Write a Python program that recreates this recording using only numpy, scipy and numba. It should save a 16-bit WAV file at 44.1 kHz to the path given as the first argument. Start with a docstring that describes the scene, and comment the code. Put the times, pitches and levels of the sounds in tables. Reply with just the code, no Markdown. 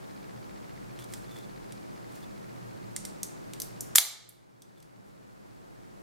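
"""Spring knife in a quiet room

An out-the-front knife is turned in the hand, close to a camera's stereo microphone in a small room.
Fingers rub the handle, the loose blade taps, the thumb slider clicks, then the spring fires and the
blade slams home. The snap rings the room and drives the camera's gain down; the room's hum, the
microphone's hiss and a faint ticking creep back over the last two seconds."""
import sys
import numpy as np
from scipy import signal
from scipy.fft import rfft, irfft
from scipy.io import wavfile
from scipy.ndimage import uniform_filter1d, minimum_filter1d
from numba import njit

SR = 44100
rng = np.random.default_rng(int(sys.argv[2]) if len(sys.argv) > 2 else 0)


def unload_wav(signal):
    """Save mono or channel-first audio to the path in sys.argv[1] as 16-bit WAV at rate SR, clipped to [-1, 1]."""
    wavfile.write(
        sys.argv[1],
        SR,
        np.round(np.clip(np.atleast_2d(signal).T, -1, 1) * 32767).astype(np.int16),
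    )


N = 265482
T = np.arange(N) / SR
LEVEL_SPAN_S = .005  # a blow's level is its energy spread over this span, before room and gain control
REBOUND_S = .0034  # sprung parts land again this much later


def snap(decay_note_db=-10):
    """The catch gives way, the spring fires and the blade slams home; every blow rebounds."""
    # The catch slips, the catch lets go, the spring throws the blade back, the blade hits its rear stop.
    # Each row: start in seconds, level in dB, contact decay in seconds, low cut in Hz, body in dB,
    # top edge in dB, the part's note in Hz, its share in dB, the handle's share of the blow in dB.
    blows = [(3.9515, -12, .004, 895, 9.5, -5, 8800, -13.5, -14.5),
             (3.956, 1.5, 0.0028, 798, 7, -5.5, 9160, 0, -2),
             (3.9581, 7.5, .001, 298.8, -3.5, 3, 7140, -4.5, -22.5),
             (3.9830, 6, .0015, 608.3, 4, -2.5, 3410, -9, -6)]
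    out = np.zeros((2, N))
    for start, db, *touch, note_hz, note_db, knock_db in blows:
        add(out, start, strike(db, *touch, note_hz, note_db, note_t60=.007))
        add(out, start + REBOUND_S, rebound(db - 10, *touch))
        add(out, start, handle_knock(db + knock_db, cut_hz=0))
    return out


def blade_slide(start_s=3.964, length_s=.017, db=-9, grit_db=4):
    """The flying blade scrapes along its track between catch and stop."""
    count = int(length_s * SR)
    mid, side, grit = rng.standard_normal((3, SR))[:, :count]
    friction = stereo(mid, side / 2) * undb(grit_db * grit)
    spectrum = [(500, -24.5), (2500, -11), (6000, -8), (8700, 3.5), (12500, -5.5), (15500, -13.5)]
    out = np.zeros((2, N))
    add(out, start_s, in_room(undb(db) * unit(colour(friction, spectrum))))
    return out


def slider(decay_s=.0011, rebound_db=-11, knock_db=2):
    """The slider clicks against its stops under the thumb, rebounds and knocks the handle."""
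    # The slider's clicks. Each row: start in seconds, level in dB, low cut in Hz, body in dB,
    # top edge in dB, the slider's note in Hz.
    clicks = [(2.9632, -29.5, 1620, -5, -10.5, 8480), (3.0514, -35, 1720, 0.5, -7, 5530),
              (3.2316, -28.5, 3230, -5, -6, 6000), (3.5350, -40.5, 1818, 14.5, -6, 6960),
              (3.6009, -31.5, 2930, -1, -0.5, 11400), (3.6186, -31.5, 3300, -2, 0, 6070),
              (3.8075, -31.5, 4980, -13.5, 2.5, 7000)]
    out = np.zeros((2, N))
    for start, db, cut_hz, body_db, edge_db, note_hz in clicks:
        touch = decay_s, cut_hz, body_db, edge_db
        add(out, start, strike(db, *touch, note_hz, note_db=-5.5, note_t60=.008))
        add(out, start + REBOUND_S, rebound(db + rebound_db, *touch))
        add(out, start, handle_knock(db + knock_db, cut_hz))
    return out


def blade_taps(note_hz=3300, edge_db=-5.5, knock_db=-8):
    """The blade has a little play and taps its track, ringing, as the grip shifts."""
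    # The loose blade's taps. Each row: start in seconds, level in dB, low cut in Hz, body in dB.
    taps = [(0.9893, -47.5, 2410, 23), (0.9970, -51, 890, 11), (1.0420, -49, 1500, 2),
            (1.1240, -51, 900, 11), (1.1366, -38, 600, 3), (1.3865, -52, 1200, 13), (1.7220, -46, 1800, 9),
            (4.2904, -30, 10500, -8), (4.6203, -39.5, 3290, 9), (4.8020, -49, 3000, 8),
            (4.8262, -46.5, 3000, 11)]
    out = np.zeros((2, N))
    for start, db, cut_hz, body_db in taps:
        decay_s = .0022 * 2 ** ((db + 50) / 30)  # a tap 30 dB firmer rubs twice as long
        note_db = -14 - 60 * np.log10(max(1, cut_hz / note_hz))  # thin taps miss the blade's note
        add(out, start, strike(db, decay_s, cut_hz, body_db, edge_db, note_hz, note_db, note_t60=.059))
        add(out, start, handle_knock(db + knock_db, cut_hz))
    return out


def strike(db, decay_s, cut_hz, body_db, edge_db, note_hz, note_db, note_t60):
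    """One contact with the struck part's note; only the clack carries into the room."""
    clack = contact(decay_s, cut_hz, body_db, edge_db)
    note = undb(note_db) * stereo(part_note(note_hz, note_t60), 0)
    out = in_room(clack)
    add(out, 0, note)
    energy = np.mean(np.sum((clack + note) ** 2, axis=1))
    return out * undb(db) * np.sqrt(LEVEL_SPAN_S * SR / energy)


def rebound(db, decay_s, cut_hz, body_db, edge_db):
    """The part lands a second time, with less body and more edge."""
    clack = contact(decay_s, cut_hz, body_db - 7, edge_db + 1.5)
    return in_room(clack) * undb(db) * np.sqrt(LEVEL_SPAN_S * SR / clack.shape[1])


def contact(decay_s, cut_hz, body_db, edge_db, ring_db=-6, side_db=-9, shake_db=-22, shake_s=.026):
    """Steel meets steel: a gritty crack, a short shake of loose parts and the knife's modes."""
    # The dry crack's spectrum. Each row: frequency in Hz, relative level in dB.
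    crack_spectrum = [(100, -22), (400, -22.5), (750, -14.5), (1900, -7.5), (2700, -7.5), (3500, -3.5),
                      (4800, -1.5), (7000, 0.5), (9000, 1.5), (11000, 3), (13500, 0.5), (15500, -14)]
    # Modes of blade, spring and slider. Each row: frequency in Hz, relative level in dB, t60 in seconds.
    knife_modes = [(2297, -6.5, .03), (3340, -7, .03), (3617, -6.5, .05), (3937, -7, 0.024),
                   (4440, -9.5, 0.048), (4650, -10, 0.044), (5630, -4.5, 0.065), (6200, -6.5, 0.074),
                   (6770, -11, 0.052), (6730, 0.5, 0.023), (7380, -2, .04), (7440, -2, 0.023),
                   (7300, -13.5, .04), (8760, -6, .03), (8725, -6.5, .04), (8540, 4, 0.026),
                   (9900, -1, 0.02), (9860, 1.5, 0.038), (10130, -6, .05), (11780, -5, 0.04),
                   (11825, -5.5, 0.025), (12110, -7, 0.069), (13110, -0.5, 0.034), (13310, 1, 0.02),
                   (13480, 0, .025), (15300, -3, .02)]
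    t = T[:SR // 10]
    mid, side = rng.standard_normal((2, len(t)))
    envelope = np.exp(-t / decay_s) + undb(shake_db) * np.exp(-t / shake_s)
    crack = colour(stereo(mid, undb(side_db) * side) * envelope, crack_spectrum)
    hz, db, t60 = np.transpose(knife_modes)[:, :, None]
    # every mode radiates its own way; short waves reach the two ports further out of phase
    mid_phase = rng.uniform(0, 2 * np.pi, hz.shape)
    phase = stereo(mid_phase, .18 * hz / hz.mean() * rng.standard_normal(hz.shape))
    build = 1 - np.exp(-4 * t / decay_s)  # the ring grows while the parts touch
    ring = build * (undb(db - 60 * t / t60) * np.sin(2 * np.pi * hz * t + phase)).sum(axis=1)
    # heavy blows move the handle as well; small parts radiate no lows
    tone = [(1600, body_db), (3400, body_db / 2), (6000, .002), (8800, .0077), (11500, edge_db)]
    clack = colour(unit(crack) + undb(ring_db) * unit(ring), tone)
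    low_cut = signal.butter(3, cut_hz, "high", fs=SR, output="sos")
    return unit(signal.sosfilt(low_cut, clack))


def part_note(hz, t60, rise_s=.0005):
    """The struck part's own short note, a damped sine."""
    t = T[:SR // 10]
    envelope = (1 - np.exp(-t / rise_s)) * undb(-60 * t / t60)
    return unit(envelope * np.sin(2 * np.pi * hz * t))


def handle_knock(blow_db, cut_hz, coupling_db=-16):
    """A blow shoves the hollow handle, which rings briefly in the fist."""
    # The handle's modes. Each row: frequency in Hz, relative level in dB, t60 in seconds.
    handle_modes = [(697.6, -2.5, 0.014), (870, -0.5, 0.013), (1030, 2.5, 0.013), (1200, 3, 0.026),
                    (1540, -4, 0.011), (1810, 2, 0.02), (2060, 6, 0.035), (2180, 2.5, 0.0095)]
    t = T[:SR // 10]
    hz, db, t60 = np.transpose(handle_modes)[:, :, None]
    phase = rng.uniform(0, 2 * np.pi, hz.shape)
    reach = 1 / np.hypot(1, (cut_hz / hz) ** 4)  # small parts miss the low modes
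    ring = (reach * undb(db - 60 * t / t60) * np.sin(2 * np.pi * hz * t + phase)).sum(axis=0)
    ring *= 1 - np.exp(-t * hz.mean())  # the shell takes about a cycle to get going
    return in_room(undb(coupling_db + blow_db) * stereo(ring, 0))


def fingers(grit_db=5, slip_db=3, blade_hz=3505):
    """Skin sticks and slips on the textured handle and sets the blade singing."""
    # Finger strokes. Each row: start and length in seconds, skin hiss in dB, blade singing in dB.
    rubs = [(0.985, 0.064, -54, -62), (1.067, 0.2, -57.5, -87), (1.242, 0.23, -58.5, -59),
            (2.07, 0.19, -59, -80), (2.217, 0.033, -65, -55.5), (4.761, 0.054, -60, -60),
            (5.032, 0.11, -62, -80.5)]
    skin_spectrum = [(300, -2), (1200, -2.5), (4000, -5.5), (9000, -4), (15000, -9.5)]
    mid, side, grit = rng.standard_normal((3, N))
    friction = stereo(mid, side / 2) * undb(grit_db * grit)
    slips = undb(slip_db * unit(uniform_filter1d(rng.standard_normal(N), SR // 150)))
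    skin = unit(slips * colour(friction, skin_spectrum))
    blade = unit(slips * resonance(blade_hz, width_hz=210))
    out = np.zeros((2, N))
    for start, length_s, hiss_db, sing_db in rubs:
        stroke = np.sqrt(np.hanning(int(length_s * SR)))
        span = slice(int(start * SR), int(start * SR) + len(stroke))
        add(out, start, stroke * (undb(hiss_db) * skin[:, span] + undb(sing_db) * blade[span]))
    return out


def in_room(x, wet_db=-7, build_s=.002, side_db=-3):
    """A short sound in the small room: near walls answer within milliseconds; the treble dies first."""
    # The reverberation. Each row: frequency in Hz, relative level in dB, t60 in seconds.
    room_bands = [(200, 1, 1), (440, 11, .7), (901, 0, .65), (1900, -6, 0.66), (4050, 1, 0.56),
                  (7400, -1, 0.49), (9900, 1, .34), (15000, 0.5, 0.26)]
    t = T[:SR * 2 // 3]
    mid, side = rng.standard_normal((2, len(t)))
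    hz, age, cells = signal.stft(stereo(mid, undb(side_db) * side), SR, nperseg=256)
    db, t60 = (log_curve(hz, np.array(room_bands)[:, [0, k]])[:, None] for k in (1, 2))
    tail = signal.istft(cells * undb(db - 60 * age / t60), SR)[1][:, :len(t)]
    tail *= 1 - np.exp(-(t / build_s) ** 2)
    response = unit(tail) / np.sqrt(len(t))
    out = undb(wet_db) * signal.fftconvolve(x.mean(axis=0)[None], response, axes=1)
    out[:, :x.shape[1]] += x
    return out


def ports(x):
    """The microphone's two ports colour the close sound a little differently."""
    # The ports' balance. Each row: frequency in Hz, left minus right in dB.
    balance = [(500, -0.5), (1300, -1.5), (2400, -1.5), (5000, 0), (8000, -3), (13000, 2)]
    half_db = log_curve(np.fft.rfftfreq(N, 1 / SR), balance) / 2
    return irfft(rfft(x) * undb(stereo(0, half_db)), N)


def room_tone(air_db=-53.5, hum_hz=119.9):
    """Room air with a wavering drone and a low hum, alike in both channels."""
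    # The air's spectrum. Each row: frequency in Hz, relative level in dB.
    air_spectrum = [(25, -21), (60, -9.5), (100, -6.5), (160, 2.5), (260, -4), (420, -6), (700, -9.5),
                    (1500, -14), (3000, -20.5), (8000, -24.5), (12000, -29), (15500, -31.5)]
    # The room's droning resonances. Each row: frequency in Hz, width in Hz, level in dB.
    drone_modes = [(42, 7, -69), (198.7, 18, -60.5), (299, 16, -68.5), (350, 45, -66)]
    # The hum's rise and fall. Each row: time in seconds, level in dB.
    hum_levels = [(0.25, -69), (0.45, -55.5), (1.6, -57.5), (2.3, -67.5), (2.8, -51.5), (3.1, -63.5),
                  (4.5, -55.5), (6.0, -63)]
    air = undb(air_db) * unit(colour(rng.standard_normal(N), air_spectrum)[0])
    drone = sum(undb(db) * resonance(hz, width_hz) for hz, width_hz, db in drone_modes)
    hum = undb(np.interp(T, *np.transpose(hum_levels))) * resonance(hum_hz, width_hz=12)
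    return stereo(air + drone + hum, 0)


def microphone_hiss(db=-43.5):
    """The microphone's own noise, opposed in the two channels."""
    # The noise's spectrum. Each row: frequency in Hz, relative level in dB.
    spectrum = [(15, -45.5), (25, -15.5), (101, -0.5), (359, -2), (410, -4.5), (509, -5.5), (895, -11),
                (1050, -12), (1620, -18.5), (1750, -18.5), (3340, -34), (4870, -32), (5730, -34.5),
                (14300, -40.5), (15500, -40.5)]
    return stereo(0, undb(db) * unit(colour(rng.standard_normal(N), spectrum)[0]))


def camera_ticks(rate_hz=15, decay_s=.003, fade_db_per_s=-1.06):
    """A faint double tick in the camera, each a little different in size, slowly fading."""
    # The two ticks. Each row: offset in the cycle in seconds, typical level before the fade in dB.
    tick_pair = [(0.0277, -51), (0.0428, -50.5)]
    # The ticks' spectrum. Each row: frequency in Hz, relative level in dB.
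    spectrum = [(300, -17.5), (1000, -4.5), (2200, 1.5), (3200, -10), (4400, -1), (6000, -17), (15000, -31)]
    envelope = np.zeros(N)
    for offset_s, db in tick_pair:
        cycle, age = np.divmod(T - offset_s, 1 / rate_hz)
        size_db = db + rng.standard_normal(N)[cycle.astype(int)]
        envelope += undb(size_db) * np.exp(-age / decay_s)
    return envelope * undb(fade_db_per_s * T) * unit(colour(rng.standard_normal(N), spectrum))


def gain_control(x, ceiling_db=-10, hold_s=.23, release_s=2.75):
    """The camera watches the short-term level a moment ahead and turns itself down."""
    window = SR // 200
    power = uniform_filter1d(np.mean(x ** 2, axis=0), window)
    level = np.sqrt(np.abs(power) + 1e-12)
    allowed = minimum_filter1d(undb(ceiling_db) / level, 3 * window)
    gain = recover(allowed, hold_s * SR, 1 / (release_s * SR))
    return x * uniform_filter1d(gain, window // 2)


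@njit
def recover(allowed, hold, rate):
    """Gain falls at once to what is allowed, waits, then creeps back toward 1."""
    gain, g, wait = np.empty(len(allowed)), 1., 0.
    for i in range(len(allowed)):
        wait -= 1
        if allowed[i] < g:
            g, wait = allowed[i], hold
        elif wait < 0:
            g += (1 - g) * rate
        gain[i] = g
    return gain


def colour(x, points, size=2048):
    """Causal filter with the given (Hz, dB) response, built from its cepstrum."""
    gain = undb(log_curve(np.fft.rfftfreq(size, 1 / SR), points))
    cepstrum = irfft(np.log(gain))
    cepstrum[1:size // 2] *= 2
    cepstrum[size // 2 + 1:] = 0
    response = irfft(np.exp(rfft(cepstrum)))
    return signal.fftconvolve(np.atleast_2d(x), response[None], axes=1)[:, :x.shape[-1]]


def resonance(hz, width_hz):
    """Noise ringing in one steep resonance."""
    b, a = signal.iirpeak(hz, hz / width_hz, fs=SR)
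    return unit(signal.lfilter(b, a, signal.lfilter(b, a, rng.standard_normal(N))))


def log_curve(hz, points):
    """Join (Hz, value) points on a log-frequency axis."""
    at, value = np.transpose(points)
    return np.interp(np.log(hz + 1), np.log(at), value)


def undb(db):
    """Decibels to gain."""
    return 10 ** (np.asarray(db) / 20)


def unit(x):
    """Scale to rms 1."""
    return x / np.sqrt(np.mean(x ** 2))


def stereo(mid, side):
    """Left and right from mid and side."""
    return np.array([mid + side, mid - side])


def add(out, start_s, x):
    """Mix x into out from start_s on."""
    i = int(start_s * SR)
    out[:, i:i + x.shape[1]] += x[:, :N - i]


def scene():
    """Knife and hand close to the microphone, over room tone and the camera's own noises."""
    knife = blade_taps() + slider() + snap() + blade_slide() + fingers()
    return ports(knife) + room_tone() + microphone_hiss() + camera_ticks()


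def record(dry):
    """The camera's gain control, full-scale clipping and a steep top cut at 15850 Hz."""
    top_cut = signal.ellip(10, .2, 70, 15850, fs=SR, output="sos")
    return signal.sosfilt(top_cut, np.clip(gain_control(dry), -1, 1))


dry = scene()
out = record(dry)
unload_wav(out)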